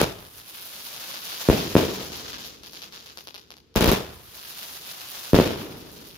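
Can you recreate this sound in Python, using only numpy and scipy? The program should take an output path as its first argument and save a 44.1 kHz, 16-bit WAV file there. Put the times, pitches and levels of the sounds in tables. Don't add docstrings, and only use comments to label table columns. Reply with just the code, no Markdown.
import sys
import numpy as np
from scipy import signal
from scipy.io import wavfile
from scipy.ndimage import uniform_filter1d

SR = 44100
rng = np.random.default_rng(int(sys.argv[2]) if len(sys.argv) > 2 else 0)


def gain_from_db(level_db):
    decades = np.asarray(level_db, float) / 20
    return 10 ** decades


def store_wav(level_fs):
    pcm = np.round(np.clip(np.atleast_2d(level_fs), -1, 1) * 32767)
    wavfile.write(sys.argv[1], SR, pcm.T.astype(np.int16))


N = 272097

# (frequency [Hz], density [dB per Hz])
NIGHT = [(18, -43), (30, -10), (64, 9.5), (112, 2), (174, -37), (437, -18.5), (801, -14), (4530, -16),
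         (16000, -43.5)]
# (frequency [Hz], near level [dB per Hz],
# near decay t60 [s], far level [dB per Hz], far decay t60 [s], left-right likeness [-1 to 1])
BURST_ROLL = [(50, -1.5, 0.26, -20.5, 2.7, 0.79), (150, -5, 0.66, -14.5, 1.23, 1),
              (383, -2, 0.69, -18.5, 1.64, 0.63), (1030, -16.5, 0.31, -23.5, 1.37, 0.1),
              (2880, -23.5, 0.65, -25.5, 0.92, 0.039), (10300, -35, 0.58, -41, .6, .05)]
LAUNCH_ROLL = [(48, -22, 0.16, -19.5, 1.4, 0.58), (154, -6, 0.2, -10, 0.71, 1),
               (400, -5, 0.5, -18.5, 0.58, 0.57), (927, -9.5, 0.29, -24, 0.93, 0.06),
               (2880, -15.5, 0.29, -27, 0.73, 0.036), (11800, -30, 0.38, -45, 1, .05)]
BURST_ROLL_DB = [-2.5, -2, -1.5, -6.5]
LAUNCH_ROLL_DB = [-35, -37.5, -4.5, -2, -9, -3.5, -7]
# (delay [ms], left level [dB], right level [dB])
SLAPS = [(9.65, 1.5, 4.5), (15.23, 1, 6), (21.6, -4, -10.5), (33.8, -2.5, -3.5), (36.2, -2, -10),
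         (50.4, -12.5, -15.5), (64, -14, -18.5)]
VOLLEYS_S = [0, 3.76]
# (time [s], vigour as hiss level [dB], nearness as top octave over hiss [dB])
COMETS = [(.2, -57, 8.5), (.4, -46.5, 3), (.65, -39.5, 2), (1., -37, -0.5), (1.45, -32.5, -1.5),
          (2.05, -33.5, -4), (2.45, -35.5, -5), (2.65, -43.5, -4.5), (3.03, -40.5, -5), (3.3, -48.5, -3),
          (3.58, -57.5, -7), (3.74, -66.5, -4), (4.15, -53.5, 5), (4.37, -43, 0.5), (4.6, -37.5, 1),
          (5.3, -36.5, 0.5), (5.75, -43.5, -0.5), (6.17, -39.5, -1)]
# (time [s], peak [dB], left over right [dB], thump over crack [dB])
POPS = [(.1884, -32, 0, 0), (.2502, -35, 2, 2), (.3994, -35, 1, 0), (.5964, -29, 3, -4), (.8074, -27, 1, 0),
        (.9626, -25, 1.5, 0), (1.1412, -25, 2.5, 2), (1.3283, -23, 2, 2), (1.453, -23, 3, 2),
        (2.119, -25, 0, -3), (2.2806, -30, 0, -3), (2.3824, -27, 2, 0), (2.4482, -27, 2, -3),
        (2.6333, -28, 2, -3), (2.6607, -28, 2, -3), (2.7326, -28, 2, -2), (2.7545, -28, 1, -6),
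        (2.8189, -26, 2, -3), (2.8248, -27, -4, -3), (2.9231, -30, 2, -2), (3.0593, -29, 1, -3),
        (3.1726, -20, 2, 2), (3.2718, -24.5, 2, 0), (3.3427, -28, 4, -3), (3.3476, -26, -1, -2),
        (3.3791, -31, 2, 0), (3.5043, -26, 2, 1), (3.5672, -34, 0, 0), (3.7413, -40, 4, -4),
        (4.3768, -30, 2, -3)]
# (time [s], peak [dB], length [ms], left crest [0-1], left swell [ratio])
LAUNCHES = [
    (.0149, -2.5, 1.1, .9, .05),
    (3.7558, -18, .7, .9, .1),
    (3.760, -6, 1.7, .8, 1.7),
    (3.8083, -6, 1.8, .8, 1.0),
    (3.8433, -5, 1.7, .9, .5),
    (3.876, -7, 1.8, .2, 3.6),
    (3.9163, -5.5, 1.9, .9, .15),
]
# (time [s], peak [dB], length [ms], left crest [0-1], left swell [ratio])
BURSTS = [
    (1.4875, -2, 1.55, .5, .6),
    (1.7533, -1.5, 1.6, 1.05, .15),
    (5.3328, -2, 1.6, .1, .6),
    (5.3877, -2.5, 1.45, .9, .1),
]
# (delay [ms], highest peak [dB], least loss [dB], length [ms], left crest [0-1])
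LAUNCH_ECHOES = [(13.4, -12, 4, 1.6, .3), (17.3, -11, 4, 3.2, 1.05)]
BURST_ECHOES = [(11.7, -2.5, 0, 1.55, 1.07), (29.2, -17, 10, 1.3, .6)]
# (resonance [Hz], width [Hz], left level [dB], right level [dB])
PORTS = [(1990, 900, -4, -2.5), (3500, 5800, 4.5, 1), (8150, 2400, -9, -13), (11800, 27000, 2, 3.5),
         (14500, 5000, -5, 2)]


def in_time(rows):
    s, *columns = np.transpose(rows)
    return [np.interp(np.arange(N) / SR, s, c) for c in columns]


def rms_one(x):
    return x / np.sqrt(np.mean(x ** 2) + 1e-20)


def band(x, low_hz, high_hz):
    sos = signal.butter(2, [low_hz, min(high_hz, .45 * SR)], "band", fs=SR, output="sos")
    return signal.sosfilt(sos, x)


def peak(x, hz, width_hz, db):
    w, a = 2 * np.pi * hz / SR, gain_from_db(db / 2)
    k = np.sin(w) * width_hz / hz / 2
    turn = -2 * np.cos(w)
    return signal.lfilter([1 + k * a, turn, 1 - k * a], [1 + k / a, turn, 1 - k / a], x)


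def drift(rate_hz):
    r = np.exp(-2 * np.pi * rate_hz / SR)
    wander = signal.lfilter([1], [1, -2 * r, r * r], rng.standard_normal(N + SR))
    return rms_one(wander[SR:])


def stereo_bands():
    edges = 30 * 2 ** np.arange(0, 9.6, .5)
    white = rng.standard_normal((2, 2, N))
    return [(np.sqrt(lo * hi), band(white[k % 2], lo, hi))
            for k, (lo, hi) in enumerate(zip(edges, edges[1:]))]


def spread(pair, alike):
    alike = np.clip(alike, -1, 1)
    return np.sqrt(1 + alike) * pair[0] + np.sqrt(1 - alike) * pair[1] * [[1], [-1]]


def night(bands):
    hz, db = np.transpose(NIGHT)
    hum = 0
    for centre, pair in bands:
        level_db = np.interp(np.log(centre), np.log(hz), db)
        hum = hum + spread(np.roll(pair, SR, axis=1), 300 / (300 + centre)) * gain_from_db(level_db)
    return gain_from_db(-64) * rms_one(hum)


def street(energy, table, bands):
    kicks = np.zeros(N)
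    for s, db in energy:
        kicks[round(s * SR)] = gain_from_db(2 * db)
    kicks += 1e-18
    hz, *columns = np.transpose(table)
    out = 0
    for centre, pair in bands:
        near_db, near_t60, far_db, far_t60, alike = [
            np.interp(np.log(centre), np.log(hz), c) for c in columns]
        power = 0
        for db, t60 in ((near_db, near_t60), (far_db, far_t60)):
            power = power + gain_from_db(2 * db) * signal.lfilter([1], [1, -gain_from_db(-120 / t60 / SR)], kicks)
        power = signal.lfilter([.01], [1, -.99], power)
        out = out + spread(pair, alike) * np.sqrt(power)
    return out * gain_from_db(2.2 * drift(160))


def slapped(dry, haze_db, haze_t60, slap_db=0):
    t = np.arange(SR // 4) / SR
    haze = gain_from_db(haze_db - 60 * t / haze_t60) * rng.standard_normal((2, len(t)))
    echo = haze * np.clip(t / 0.045, 0, 1)
    for ms, left_db, right_db in SLAPS:
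        at = round(ms * SR / 1000)
        echo[0, at] += gain_from_db(left_db + slap_db)
        echo[1, at + rng.integers(0, 10)] += gain_from_db(right_db + slap_db)
    wet = signal.fftconvolve(dry, echo, axes=1)[:, :N]
    return dry + signal.lfilter([.7], [1, -.3], wet)


def comet_laws():
    burnout_s, burnout_db_per_s, most_db = 1.88, 3.5, 2.5
    hiss_db, top_db = in_time(COMETS)
    t = np.arange(N) / SR
    age = t - np.array(VOLLEYS_S)[np.searchsorted(VOLLEYS_S, t, side="right") - 1]
    burnout_db = np.clip(burnout_db_per_s * (age - burnout_s), 0, most_db)
    rumble = 0
    for s, *_ in BURSTS:
        rumble = rumble + np.clip((t - s) / .15, 0, 1) * gain_from_db(2 * (-39 - 15 * (t - s)))
    roar_gain = np.sqrt(gain_from_db(2 * (hiss_db - 17)) + gain_from_db(2 * -57.5) + rumble)
    return hiss_db, top_db, burnout_db, roar_gain, burnout_db / most_db


def flare(burnout):
    flare_s, depth_db = .09, 9
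    t, pop_s = np.arange(N) / SR, np.array([0] + [s for s, *_ in POPS])
    since = t - pop_s[np.searchsorted(pop_s, t, side="right") - 1]
    sink = np.exp(-(since / flare_s) ** 2) - 1
    return uniform_filter1d(gain_from_db(burnout * depth_db * sink), size=64)


def snap(clicks, hz):
    return band(clicks + 1e-18, hz / 2.2, hz * 2.2)


def crackle(per_s, lags):
    out = np.zeros((2, N))
    for lag, hz in zip(lags, (2600, 4200, 8000)):
        sizes = gain_from_db(3.36 * np.minimum(rng.exponential(1, N), 3)) * rng.choice([-1, 1], N)
        popping = rng.random(N) < per_s * gain_from_db(2.2 * drift(40)) / SR
        clicks = snap(sizes * popping, hz)
        out += rms_one(np.array([np.roll(clicks, -lag), clicks]))
    return rms_one(out)


def comets(bands):
    hiss_db, top_db, burnout_db, roar_gain, burnout = comet_laws()
    crackle_db = burnout_db - 2.4
    sputter = gain_from_db(1.97 * drift(23) - .9 * burnout_db)
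    registers = []
    for lo, hi in ((120, 520), (520, 2000), (2000, 7500), (7500, 20000)):
        parts = [spread(p[:, ::-1], 400 / (400 + hz)) for hz, p in bands if lo < hz < hi]
        registers.append(rms_one(sum(parts)))
    roar, *hiss = registers
    grains = slapped(crackle(40, lags=(12, 9, 4)), haze_db=-46, haze_t60=.15)
    split = band(grains, 300, 1500), band(grains, 2500, 7500), band(grains, 7500, 19000)
    low, mid, top = [.7 * h * sputter + share * gain_from_db(crackle_db) * rms_one(g)
                     for h, g, share in zip(hiss, split, (.9, 1, .85))]
    trail = gain_from_db(hiss_db - 4) * (gain_from_db(-5.5) * low + mid + gain_from_db(top_db) * top)
    return trail * flare(burnout) + gain_from_db(-4.5) * roar_gain * roar


def pops():
    clicks = np.zeros((2, 2, N + 80))
    step = np.arange(24)
    for s, db, pan_db, thump_db in POPS:
        at = round(s * SR) + 48
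        tear = .1 * rng.standard_normal(24) * np.exp(-step / 8) + (step == 0)
        burst = gain_from_db(db + 14.5) * tear * gain_from_db([[0], [thump_db]])
        clicks[:, 0, at - 9:at + 15] += burst * gain_from_db(pan_db / 2)
        clicks[:, 1, at:at + 24] += burst * gain_from_db(-pan_db / 2)
    crack, thump = clicks[0, :, :N] + 1e-18, clicks[1, :, :N]
    bright = band(band(crack, 2300, 6000), 1800, 17000)
    top = gain_from_db(-8) * band(crack, 6500, 13000)
    body = gain_from_db(-0.5) * snap(thump, 750)
    return slapped(bright + top + body, haze_db=-32, haze_t60=.17, slap_db=-4.5)


def echoed(reports, echoes):
    swell = 0.055
    return reports + [(s + ms / 1000, min(top_db, db - loss_db), length_ms, crest, swell)
                      for s, db, *_ in reports for ms, top_db, loss_db, length_ms, crest in echoes]


def shock(length_ms, crest, front_ms, suction, rebound):
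    ms = np.arange(600) * 1000 / SR
    turns = [0, front_ms, .3 * length_ms, .75 * length_ms, length_ms, length_ms * 1.55, length_ms * 4.4]
    wave = np.interp(ms, turns, [0, crest, .6 * crest, -.8 * suction, -suction, rebound, 0])
    return uniform_filter1d(wave, size=5)


def blasts(table, front_ms, suction, rebound, grit_db, swell_hz):
    direct, swell = np.zeros((2, 2, N + 600))
    fade = np.exp(-np.arange(600) / SR / .001)
    for s, db, length_ms, crest, side in table:
        start = round(s * SR)
        at = slice(start, start + 600)
        pull = suction * min(1, 1.6 / length_ms) ** 1.5
        left = shock(length_ms, crest, front_ms, pull, rebound)
        right = shock(length_ms, 0.94, front_ms, pull, rebound)
        grit = gain_from_db(grit_db) * rng.standard_normal((2, 600)) * fade
        direct[:, at] += gain_from_db(db) * (np.array([left, right]) + grit)
        swell[:, at] += gain_from_db(db) * side * np.minimum(right, 0) * [[1], [.15]]
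    swell = -4 * band(swell, swell_hz / 1.8, swell_hz * 1.8)
    return (direct + swell)[:, :N]


def launches():
    return blasts(echoed(LAUNCHES, LAUNCH_ECHOES), front_ms=.1, suction=0.7, rebound=0.3,
                  grit_db=-8, swell_hz=35)


def bursts():
    return blasts(echoed(BURSTS, BURST_ECHOES), front_ms=.2, suction=1.35, rebound=.14,
                  grit_db=-21, swell_hz=51)


def scene():
    bands = stereo_bands()
    other = [(hz, np.roll(p, 2 * SR, axis=1)) for hz, p in bands]
    burst_energy = [(s + 0.013, db) for (s, *_), db in zip(BURSTS, BURST_ROLL_DB)]
    launch_energy = [(0, -4.5)]
    launch_energy += [(s + 0.0011, db) for (s, *_), db in zip(LAUNCHES, LAUNCH_ROLL_DB)]
    rolls = street(burst_energy, BURST_ROLL, bands) + street(launch_energy, LAUNCH_ROLL, other)
    shots = bursts() + launches()
    return shots + rolls + comets(bands) + pops() + night(bands)


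def band_limit(x):
    return signal.sosfilt(signal.butter(12, 16600, fs=SR, output="sos"), x)


def record(dry):
    x = signal.sosfilt(signal.butter(2, 45.4, "high", fs=SR, output="sos"), dry)
    for hz, width_hz, left_db, right_db in PORTS:
        x = np.array([peak(x[0], hz, width_hz, left_db), peak(x[1], hz, width_hz, right_db)])
    x = signal.sosfilt(signal.cheby2(12, 60, 16500, fs=SR, output="sos"), x)
    x = x / (1 + np.abs(x) ** 6) ** (1 / 6)
    return band_limit(x)


dry = scene()
out = record(dry)
store_wav(out)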